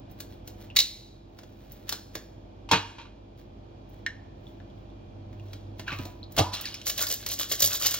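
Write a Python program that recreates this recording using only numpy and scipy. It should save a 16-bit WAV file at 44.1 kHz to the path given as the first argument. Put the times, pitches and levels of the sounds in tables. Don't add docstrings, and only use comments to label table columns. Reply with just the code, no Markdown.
import sys
import numpy as np
from scipy import signal
from scipy.fft import rfft, irfft, next_fast_len
from scipy.io import wavfile

SR = 44100
rng = np.random.default_rng(int(sys.argv[2]) if len(sys.argv) > 2 else 0)


def int16_out(signal):
    q = np.round(np.clip(np.atleast_2d(signal).T, -1, 1) * 32767)
    wavfile.write(sys.argv[1], SR, q.astype(np.int16))


N = 352359
TIME = np.arange(N) / SR
AGE = TIME[:int(.4 * SR)]

# (frequency [Hz], level [dB])
HUM_TONES = [(49.5, -52.5), (99.3, -67), (197.5, -60), (216, -62), (276.5, -62), (335.7, -58.5), (375, -73),
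             (493.5, -72), (610, -66), (2320, -84.5), (2417, -78.5), (3310, -80.5)]
# (frequency [Hz], gain [dB])
AIR_COLOUR = [(24, -29.5), (40, 0.5), (65, 2.5), (125, 4), (170, -7), (300, -1.5), (450, -9.5), (750, -12),
              (1200, -25), (2000, -31.5), (3200, -28), (4700, -34), (8000, -45.5), (13500, -54),
              (16000, -64.5)]
AIR_DB = -48
DRONE_HZ, DRONE_DB = 99.6, -53.5
DRONE_SWELL_DB, DRONE_SWELL_AT_S, DRONE_SWELL_S = 10.5, 5.54, 0.49

# (time [s], level [dB], tilt [dB/octave])
SNAPS = [(0.113, -45, 18), (0.203, -35, 1.5), (0.4756, -38, 4.5), (1.388, -43, -4), (1.433, -45.5, -4.5),
         (1.72, -36, 13), (1.892, -24, 2), (1.9244, -24, -1), (2.1527, -29.5, -1.5), (3.895, -53, 13),
         (3.992, -54, -8), (5.329, -51, -7), (5.532, -43, -2.5), (5.795, -36.5, -4.5), (6.053, -42, 1),
         (6.321, -42, 8.5), (6.3655, -31.5, 0.5)]
# (frequency [Hz], gain [dB])
SNAP_COLOUR = [(50, -17), (130, -12), (300, -2.5), (900, -4.5), (1700, -4), (3000, -0.5), (5000, 2),
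               (8000, -2.5), (16000, -4)]
SNAP_DECAY_S = 0.0059
TEAR_DB, TEAR_RISE_S, TEAR_FALL_S = -18.5, 0.013, 0.028
# (crest time [s], level [dB], rise and fall [s])
TUGS = [(0.327, -56, 0.018), (0.632, -55.5, 0.033), (0.767, -31, 0.0064), (1.78, -62, 0.3),
        (3.403, -55, 0.017), (3.943, -65, 0.026), (4.50, -68.5, 0.07), (4.804, -77, 0.054),
        (5.484, -68.5, .08), (6.017, -49, 0.062)]
# (frequency [Hz], gain [dB])
CRACKLE_COLOUR = [(300, -17.5), (1500, 1), (4000, 0.5), (8000, -6), (14000, -4.5), (16000, -0.5)]
TICKS_PER_S, TICK_DB = 45, -13
# (time [s], level [dB])
FLAP_CRACKS = [(0.7622, -19.5), (0.7672, -12.5), (0.7881, -10.5), (0.7987, -19), (0.802, -14.5)]
# (frequency [Hz], gain [dB])
CRACK_COLOUR = [(150, -13.5), (800, -15), (1500, -12), (2000, -2.5), (2700, 0), (3300, -2.5), (3950, 11.5),
                (4700, 5), (6500, 2.5), (10000, -3.5), (16000, -6)]
# (frequency [Hz], level [dB], t60 [s])
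CRACK_MODES = [(3900, -4, .016), (4320, -13, .07), (4242, -28, .32), (4100, -33, .42)]
CRACK_DECAY_S, CRACK_CONTACT_DB = .004, -1

# (time [s], level [dB], bubble [Hz], splash relative to bubble [dB])
DROPS = [(0.701, -41, 2736, -20.5), (4.0631, -22.5, 1770, -7), (4.468, -47.5, 3410, -21),
         (4.6, -55, 1636, -4), (4.70, -59.5, 3220, -9), (4.90, -59, 3450, -14), (5.397, -51, 2720, -12),
         (5.8791, -29, 1555, -24), (5.883, -37, 2660, -19), (5.892, -36, 1400, -16), (5.92, -41, 1850, -11),
         (5.927, -32, 2240, -13), (5.987, -43, 4050, -3), (6.230, -38, 4000, -32),
         (6.5395, -24, 3970, -5.5), (6.549, -27, 4000, -6), (6.609, -41, 2640, -14),
         (6.630, -42, 2850, -10), (6.645, -37, 1880, -23), (6.6552, -23, 4580, -12),
         (6.655, -31.5, 2680, -7), (6.657, -36.5, 1715, -8), (6.672, -34, 2290, -17),
         (6.674, -32, 3800, -14), (6.687, -32.5, 4400, -12), (6.7423, -25, 5220, -11.5),
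         (6.743, -36.5, 2400, -5), (6.8145, -44, 2870, 4.5), (7.036, -33, 1470, -4)]
BUBBLE_CYCLES, DROP_ROOM_DB = 8, -4
DROP_ECHO_DELAY_S, DROP_ECHO_DB = 0.0067, -11.5

# (time [s], level [dB], tilt [dB/octave])
CLATTER = [(2.689, -39, 4.5), (2.7127, -16, 8), (2.7215, -21, 0), (2.7324, -16, 0.5), (2.739, -28, 1.5),
           (2.756, -24.5, 1.5), (2.7654, -29, 0.5), (2.983, -41, 0.5), (2.997, -43.5, -1), (3.014, -46, 3),
           (3.053, -48, -1.5)]
# (frequency [Hz], gain [dB])
CLATTER_COLOUR = [(70, -26), (160, 8.5), (380, -1), (600, -8), (950, -0.5), (1450, 0), (1950, -6),
                  (2500, 4), (3300, -3), (4300, -7), (6500, -15.5), (10000, -28), (16000, -43)]
CLATTER_CONTACT_DB = -2
# (frequency [Hz], level [dB], t60 [s])
WALL_MODES = [(867, -10, .07), (932, 0, .08), (982, -2, .05), (1027, -9, .05), (1107, -17, .16),
              (1227, -16, .09), (1410, -4, .03), (2324, -20, .2), (2448, -18, .15), (2480, -13, .11),
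              (2853, -18, .3), (3210, -16, .2), (3930, -20, .18), (4323, -21, .13)]
# (time [s], level [dB], tilt [dB/octave])
BUMPS = [(2.153, -36.5, 1.5), (2.718, -23.5, 1), (2.758, -31.5, -4), (4.073, -52.5, -10), (5.921, -36, -8),
         (5.991, -38, -7), (6.055, -40.5, -4), (6.377, -28.5, 6), (6.3921, -19.5, 2), (6.402, -25.5, -7),
         (7.03, -55, -15), (7.63, -42.5, -12.5), (7.85, -60, -15)]
# (frequency [Hz], gain [dB])
BUMP_COLOUR = [(40, -24.5), (100, 20.5), (150, 9.5), (200, 0), (280, 15), (430, 3), (560, 3), (800, 1.5),
               (1300, -8.5), (2200, -41), (8000, -51)]
# (frequency [Hz], level [dB], t60 [s])
BOTTOM_MODES = [(95.9, 4, 0.58), (198, -9, 0.46), (265.4, -12.5, 0.2), (610, -18.5, 0.34),
                (757, -21.5, 0.34), (968, -20.5, 0.28), (985, -19, 0.86), (1210, -15.5, 0.076),
                (1251, -11, 0.27)]
BUMP_RING_DB, RING_DB_PER_TILT = -17, -2
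# (frequency [Hz], gain [dB])
BOTTOM_LEAN = [(90, -27.5), (260, -13.5), (550, -7), (1200, -19)]
TAP_AT_S, TAP_DB = 5.5317, -51
# (frequency [Hz], level [dB], t60 [s])
TAP_MODES = [(2417, -7, .1), (3160, -1, .1), (3510, 0, .13)]

# (crest time [s], level [dB], rise [s], fall [s])
SPLASHES = [(5.50, -65.5, 0.036, 0.19), (6.391, -15.5, 0.0077, 0.011), (6.540, -27, 0.0075, 0.023),
            (6.575, -39, 0.02, 0.033), (6.68, -40.5, 0.054, 0.099)]
# (frequency [Hz], gain [dB])
SPRAY_COLOUR = [(200, 4), (700, -6.5), (1300, -0.5), (2000, -4.5), (2800, 3.5), (4100, 0), (6000, -3.5),
                (9000, -6), (16000, -15)]
# (time [s], level [dB], pitch [Hz], life [s])
GULPS = [(6.372, -32.5, 686, 0.026), (6.390, -18.5, 748, 0.011), (6.414, -33, 840, 0.025),
         (6.411, -29.5, 1200, .016), (6.438, -30, 936, 0.019), (6.464, -30, 960, 0.01),
         (6.509, -37, 967, 0.011), (6.594, -46.5, 1230, .016), (5.935, -51, 1076, 0.031),
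         (5.991, -57, 940, 0.012), (6.049, -49, 620, 0.011), (6.063, -46, 710, 0.012)]
GULP_GLIDE = .03
SLOSH_AT_S, SLOSH_DB, SLOSH_RISE_S, SLOSH_FALL_S = 6.405, -38.5, .012, .11
# (frequency [Hz], gain [dB])
SLOSH_COLOUR = [(200, -13), (500, -4), (780, -1), (1000, 0), (1120, -7), (1240, -1), (1600, -12),
                (3000, -40)]

# (crest time [s], level [dB], rise [s], fall [s])
SQUELCHES = [(5.886, -37, 0.01, 0.034), (5.931, -39, 0.017, 0.025), (5.997, -47, 0.0091, 0.018)]
# (frequency [Hz], gain [dB])
SQUELCH_COLOUR = [(300, -20), (800, -1), (1150, 6), (2000, -8), (2500, 9), (3200, -1.5), (4100, -7),
                  (5200, -9), (9000, -23), (16000, -24)]

# (time [s], level [dB], tilt [dB/octave])
BRUSH_CLICKS = [(6.611, -26, 6.5), (6.867, -22.5, 1.5), (6.897, -21, 2), (6.9786, -23.5, 2.5),
                (7.0192, -32, 0.5), (7.0673, -25, 1.5), (7.2625, -24, 1), (7.397, -23.5, 8),
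                (7.5145, -26, 2), (7.6273, -15.5, 3), (7.798, -28, 3), (7.8189, -27, -1),
                (7.8602, -15, 1.5), (7.9413, -17.5, 2.5)]
CLICK_DECAY_S = 0.0061
# (crest time [s], level [dB], half length [s], rasp relative to stroke [dB])
STROKES = [(6.883, -25, 0.016, -12), (7.013, -25.5, 0.024, -6), (7.11, -24.5, 0.024, -12.5),
           (7.222, -44.5, 0.019, 0.5), (7.313, -27, 0.025, -12.5), (7.413, -25.5, 0.019, -5.5),
           (7.526, -23, 0.019, -10.5), (7.638, -13.5, 0.023, -15), (7.726, -24.5, 0.02, -7),
           (7.757, -20.5, 0.015, -22), (7.848, -16, 0.024, -10), (7.877, -15, 0.01, -16.5),
           (7.917, -24.5, 0.0088, -6.5), (7.956, -27.5, 0.019, -11.5)]
# (frequency [Hz], gain [dB])
BRISTLE_COLOUR = [(150, -25), (400, -2), (650, -3), (900, -26), (1160, -12), (1330, -18.5), (1600, -19),
                  (2200, -14), (3300, -9), (4700, 7), (7000, 9), (10000, 1.5), (13000, 10), (16000, 2.5)]
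# (frequency [Hz], gain [dB])
RIDGE_COLOUR = [(200, -16), (400, -2.5), (620, 0.5), (900, -17), (1160, -5.5), (1350, -13), (1650, -3),
                (2300, -3.5), (3300, 3.5), (4500, -0.5), (7000, -5.5), (16000, -20)]
TUFTS_PER_S, RIDGES_PER_S, TUFT_DECAY_S = 150, 90, .0025

# (frequency [Hz], width [Hz], gain [dB])
BASIN_MODES = [(630, 48, -3.5), (1158, 14, 1.5), (1700, 290, -7), (3365, 90, -4.5), (3813, 240, -4.5),
               (4250, 79, -2.5), (4580, 35, -7), (5470, 32, -4.5), (5810, 68, -5)]
# (frequency [Hz], gain [dB])
ROOM_COLOUR = [(60, -35), (300, -1), (1000, -0.5), (4000, 0), (7000, -0.5), (16000, -5.5)]
# (frequency [Hz], gain [dB])
DIFFUSE = [(50, -35), (125, -18), (250, -15), (500, -4.5), (1000, -2.5), (16000, -14)]
# (frequency [Hz], gain [dB])
MID_TONE = [(7200, 0), (8200, -14), (9800, -19.5), (11300, -6.5), (12800, 3)]
PORT_LAG_SAMPLES, RUMBLE_HZ, CUTOFF_HZ = 2.2, 28, 15900
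DUCK_ABOVE_DB, DUCK_SHARE, DUCK_ATTACK_S, RECOVER_DB_PER_S = -20.5, 0.25, 0.036, 3.5


def from_db(db):
    return 10 ** (np.asarray(db) / 20)


def rms_one(x):
    return x / np.sqrt(np.mean(x ** 2) + 1e-20)


def add(out, s, sound):
    at = int(s * SR)
    out[:, at:at + sound.shape[-1]] += sound[..., :N - at]


def colour(x, points, tilt=0):
    size = 2 * next_fast_len(x.shape[-1] // 2 + 1024)
    octave = np.log2(np.clip(np.fft.rfftfreq(size, 1 / SR), 20, None) / 1000)
    hz, db = np.transpose(points)
    db = np.interp(octave, np.log2(hz / 1000), db) + tilt * np.maximum(octave, -2)
    cepstrum = irfft(np.log(from_db(db)))
    cepstrum[1:size // 2] *= 2
    cepstrum[size // 2 + 1:] = 0
    return irfft(rfft(x, size) * np.exp(rfft(cepstrum)))[..., :x.shape[-1]]


def drift(knots_per_s):
    knots = rng.standard_normal(N // 50)
    return np.interp(TIME * knots_per_s, np.arange(len(knots)), knots)


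def stereo(pair, side_db):
    mid, side = pair
    return mid + from_db(side_db) * colour(side, DIFFUSE) * [[1], [-1]]


def contact(points, decay_s, tilt=0, edge=4.0):
    scatter = stereo(rng.standard_normal((2, len(AGE))), side_db=1.0)
    scatter *= np.exp(-AGE / decay_s) * (1 - np.exp(-AGE / 0.001))
    scatter[:, SR // 2000] += edge
    sound = colour(scatter, points, tilt)
    return sound / np.sqrt(np.mean(sound[:, :SR // 200] ** 2))


def ringing(modes):
    hz, db, t60 = np.transpose(modes)[:, :, None]
    strength_db = db + 1.5 * rng.standard_normal(hz.shape)
    partials = from_db(strength_db - 60 * AGE / t60) * np.sin(2 * np.pi * hz * AGE)
    return np.sum(partials, axis=0) * (1 - np.exp(-AGE / 0.001))


def swells(rows):
    power = np.zeros(N)
    for s, db, rise, fall in rows:
        near = abs(TIME - s) < .5
        t = TIME[near] - s
        shape = np.exp(np.where(t < 0, -.5 * (t / rise) ** 2, -abs(t / fall)))
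        power[near] += (from_db(db) * shape) ** 2
    return np.sqrt(power)


def grains(per_s, spread_db):
    size_db = spread_db * np.minimum(rng.exponential(1, (2, N)), 4)
    sizes = from_db(size_db) * rng.choice([-1, 1], (2, N))
    return rms_one(sizes * (rng.random((2, N)) < per_s / SR))


def bubble(hz, life_s, glide):
    phase = 2 * np.pi * hz * np.cumsum(1 + glide * np.minimum(AGE / life_s, 2)) / SR
    return 2 * np.sin(phase) * np.exp(-(AGE / life_s) ** 2) * (1 - np.exp(-AGE / (0.3 * life_s)))


def bubbles(low_hz, high_hz, cycles, count):
    out, age = np.zeros((2, N)), AGE[:SR // 40]
    for when, size, pitch in rng.random((count, 3)):
        hz = low_hz * (high_hz / low_hz) ** pitch
        turns = age * hz
        ping = np.sin(2 * np.pi * turns * (1 + 0.00084 * turns)) * np.exp(-turns / cycles)
        add(out, when * TIME[-1], size ** 2 * np.sqrt(hz) * ping)
    return rms_one(out)


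def motor_tone(hz):
    wave = np.sin(2 * np.pi * hz * TIME + drift(7.6))
    return np.sqrt(2) * wave * from_db(1.4 * drift(10))


def appliance():
    hum = sum(from_db(db) * motor_tone(hz) for hz, db in HUM_TONES)
    swell = np.exp(-((TIME - DRONE_SWELL_AT_S) / DRONE_SWELL_S) ** 2)
    drone = from_db(DRONE_DB + DRONE_SWELL_DB * swell) * motor_tone(DRONE_HZ)
    air = rms_one(colour(stereo(rng.standard_normal((2, N)), side_db=6.5), AIR_COLOUR))
    return hum + drone + from_db(AIR_DB) * air


def shell():
    out = np.zeros((2, N))
    for s, db, tilt in SNAPS:
        add(out, s, from_db(db) * contact(SNAP_COLOUR, SNAP_DECAY_S, tilt, edge=4.7))
    for s, db in FLAP_CRACKS:
        click = from_db(CRACK_CONTACT_DB) * contact(CRACK_COLOUR, CRACK_DECAY_S, edge=0.92)
        add(out, s, from_db(db) * (click + ringing(CRACK_MODES)))
    tears = [(s, db + TEAR_DB, TEAR_RISE_S, TEAR_FALL_S) for s, db, _ in SNAPS]
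    tugs = [(s, db, length, length) for s, db, length in TUGS]
    ticks = from_db(TICK_DB) * grains(TICKS_PER_S, spread_db=1.0)
    fibres = stereo(grains(per_s=520, spread_db=2.5) + ticks, side_db=-3.5)
    return out + swells(tears + tugs) * rms_one(colour(fibres, CRACKLE_COLOUR))


def drops():
    out = np.zeros((2, N))
    for s, db, hz, splash_db in DROPS:
        echo_colour = [(hz * .6, -30), (hz * .85, -7), (hz, 0),
                       (hz * 1.2, -7), (hz * 1.7, -30), (hz * 4, -60)]
        splash_colour = [(hz * .45, -24), (hz * .8, -2), (hz * 1.1, 0),
                         (hz * 2.2, -3), (hz * 4, -14), (hz * 7, -29)]
        echo = contact(echo_colour, .005)
        splash = from_db(splash_db) * contact(splash_colour, .004)
        ring = bubble(hz, BUBBLE_CYCLES / hz, glide=0.028)
        add(out, s, from_db(db) * (ring + splash))
        add(out, s + DROP_ECHO_DELAY_S, from_db(db + DROP_ECHO_DB) * echo)
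    return out


def steel():
    wall, bottom = np.zeros((2, 2, N))
    for s, db, tilt in CLATTER:
        click = from_db(CLATTER_CONTACT_DB) * contact(CLATTER_COLOUR, 0.014, tilt, edge=1.2)
        add(wall, s, from_db(db) * (click + ringing(WALL_MODES)))
    add(wall, TAP_AT_S, from_db(TAP_DB) * ringing(TAP_MODES))
    for s, db, tilt in BUMPS:
        thud = contact(BUMP_COLOUR, 0.011, tilt, edge=6.0)
        ring = from_db(BUMP_RING_DB + RING_DB_PER_TILT * tilt) * ringing(BOTTOM_MODES)
        add(bottom, s, from_db(db) * (thud + ring))
    return wall + bottom + colour(bottom, BOTTOM_LEAN) * [[-1], [1]]


def water():
    spray = rms_one(colour(stereo(grains(per_s=1200, spread_db=-0.5), side_db=-2.0), SPRAY_COLOUR))
    gurgle = bubbles(low_hz=2650, high_hz=6000, cycles=9.0, count=3000)
    out = swells(SPLASHES) * (from_db(-1.5) * spray + from_db(-5) * gurgle)
    slosh = rms_one(colour(stereo(grains(per_s=300, spread_db=3.0), side_db=-7.0), SLOSH_COLOUR))
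    out += swells([(SLOSH_AT_S, SLOSH_DB, SLOSH_RISE_S, SLOSH_FALL_S)]) * slosh
    for s, db, hz, life_s in GULPS:
        add(out, s, from_db(db) * bubble(hz, life_s, GULP_GLIDE))
    return out


def squelch():
    clicks = rms_one(colour(stereo(grains(per_s=700, spread_db=-0.5), side_db=0.0), SQUELCH_COLOUR))
    pops = bubbles(low_hz=1390, high_hz=4140, cycles=6.8, count=3000)
    return swells(SQUELCHES) * (clicks + from_db(-6.5) * pops)


def catching(per_s):
    releases = rng.uniform(.4, 1, N) * (rng.random(N) < per_s / SR)
    rasps = signal.lfilter([1], [1, -np.exp(-1 / (TUFT_DECAY_S * SR))], releases)
    return rms_one(.17 + rasps)


def pressure(rows):
    return np.sqrt(sum(from_db(2 * db) * np.exp(-((TIME - s) / length) ** 2) for s, db, length in rows))


def brush():
    out = np.zeros((2, N))
    for s, db, tilt in BRUSH_CLICKS:
        add(out, s, from_db(db) * contact(SNAP_COLOUR, CLICK_DECAY_S, tilt, edge=2.26))
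    bristles = rms_one(colour(stereo(grains(per_s=7000, spread_db=1.5), side_db=-5), BRISTLE_COLOUR))
    rasp = rms_one(colour(stereo(grains(per_s=2500, spread_db=1.5), side_db=-7), RIDGE_COLOUR))
    flicks = catching(TUFTS_PER_S) * bristles
    ridges = catching(RIDGES_PER_S) * rasp
    scratches = bubbles(low_hz=2900, high_hz=7200, cycles=6.0, count=5000)
    clumps = bubbles(low_hz=1100, high_hz=2900, cycles=3.5, count=1600)
    stroke_force = pressure([(s, db, length) for s, db, length, _ in STROKES])
    rasp_force = pressure([(s, db + rasp_db, length) for s, db, length, rasp_db in STROKES])
    out += stroke_force * (from_db(-2.5) * flicks + from_db(-12) * scratches)
    out += rasp_force * (from_db(-2) * ridges + from_db(-11) * clumps)
    return out


def basin(x):
    out = x.copy()
    for hz, width_hz, db in BASIN_MODES:
        r = np.exp(-np.pi * width_hz / SR)
        zeros = (1 - r * r) / 2 * np.array([1, 0, -1])
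        poles = [1, -2 * r * np.cos(2 * np.pi * hz / SR), r * r]
        out += from_db(db) * signal.lfilter(zeros, poles, x + 1e-18)
    return out


def kitchen(x, near_db, near_t60, far_db, far_t60):
    response, age = 0, TIME[:SR]
    for db, t60, side_db in ((near_db, near_t60, -4), (far_db, far_t60, -1.5)):
        noise = stereo(rng.standard_normal((2, len(age))), side_db)
        tail = noise * from_db(-60 * age / t60) * (1 - np.exp(-age * 250))
        response = response + from_db(db) * rms_one(tail) / np.sqrt(len(age))
    mono = x.mean(axis=0)[None]
    return signal.fftconvolve(mono, colour(response, ROOM_COLOUR), axes=1)[:, :N]


def gain_control(x):
    peak_db = 20 * np.log10(abs(x).max(axis=0) + 1e-9)
    over_db = np.maximum(peak_db - DUCK_ABOVE_DB, 0)
    recovery_db = RECOVER_DB_PER_S * TIME
    duck_db = np.maximum.accumulate(DUCK_SHARE * over_db + recovery_db) - recovery_db
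    r = np.exp(-1 / (DUCK_ATTACK_S * SR))
    return x * from_db(-signal.lfilter([1 - r], [1, -r], duck_db))


def scene():
    handling = basin(shell() + steel() + water() + squelch() + brush())
    drips = basin(drops())
    wet = kitchen(handling + from_db(DROP_ROOM_DB) * drips,
                  near_db=-5.0, near_t60=0.22, far_db=-12.0, far_t60=0.64)
    left_right = np.array([[1], [-1]])
    sink = (handling + drips + wet) * from_db(-.3 * left_right)
    return sink + appliance() * from_db(-.7 * left_right)


def record(dry):
    hz = np.fft.rfftfreq(N, 1 / SR)
    left, right = rfft(.8 * np.tanh(gain_control(dry) / .8))
    right = right * np.exp(-2j * np.pi * hz * PORT_LAG_SAMPLES / SR)
    mid_gain = from_db(np.interp(hz, *np.transpose(MID_TONE)))
    mid = irfft((left + right) / 2 * mid_gain, N)
    side = irfft((left - right) / 2, N)
    rumble_cut = signal.butter(2, RUMBLE_HZ, "high", fs=SR, output="sos")
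    top_cut = signal.ellip(10, .1, 60, CUTOFF_HZ, fs=SR, output="sos")
    ports = signal.sosfilt(rumble_cut, mid + side * [[1], [-1]])
    return signal.sosfiltfilt(top_cut, ports)


dry = scene()
out = record(dry)
int16_out(out)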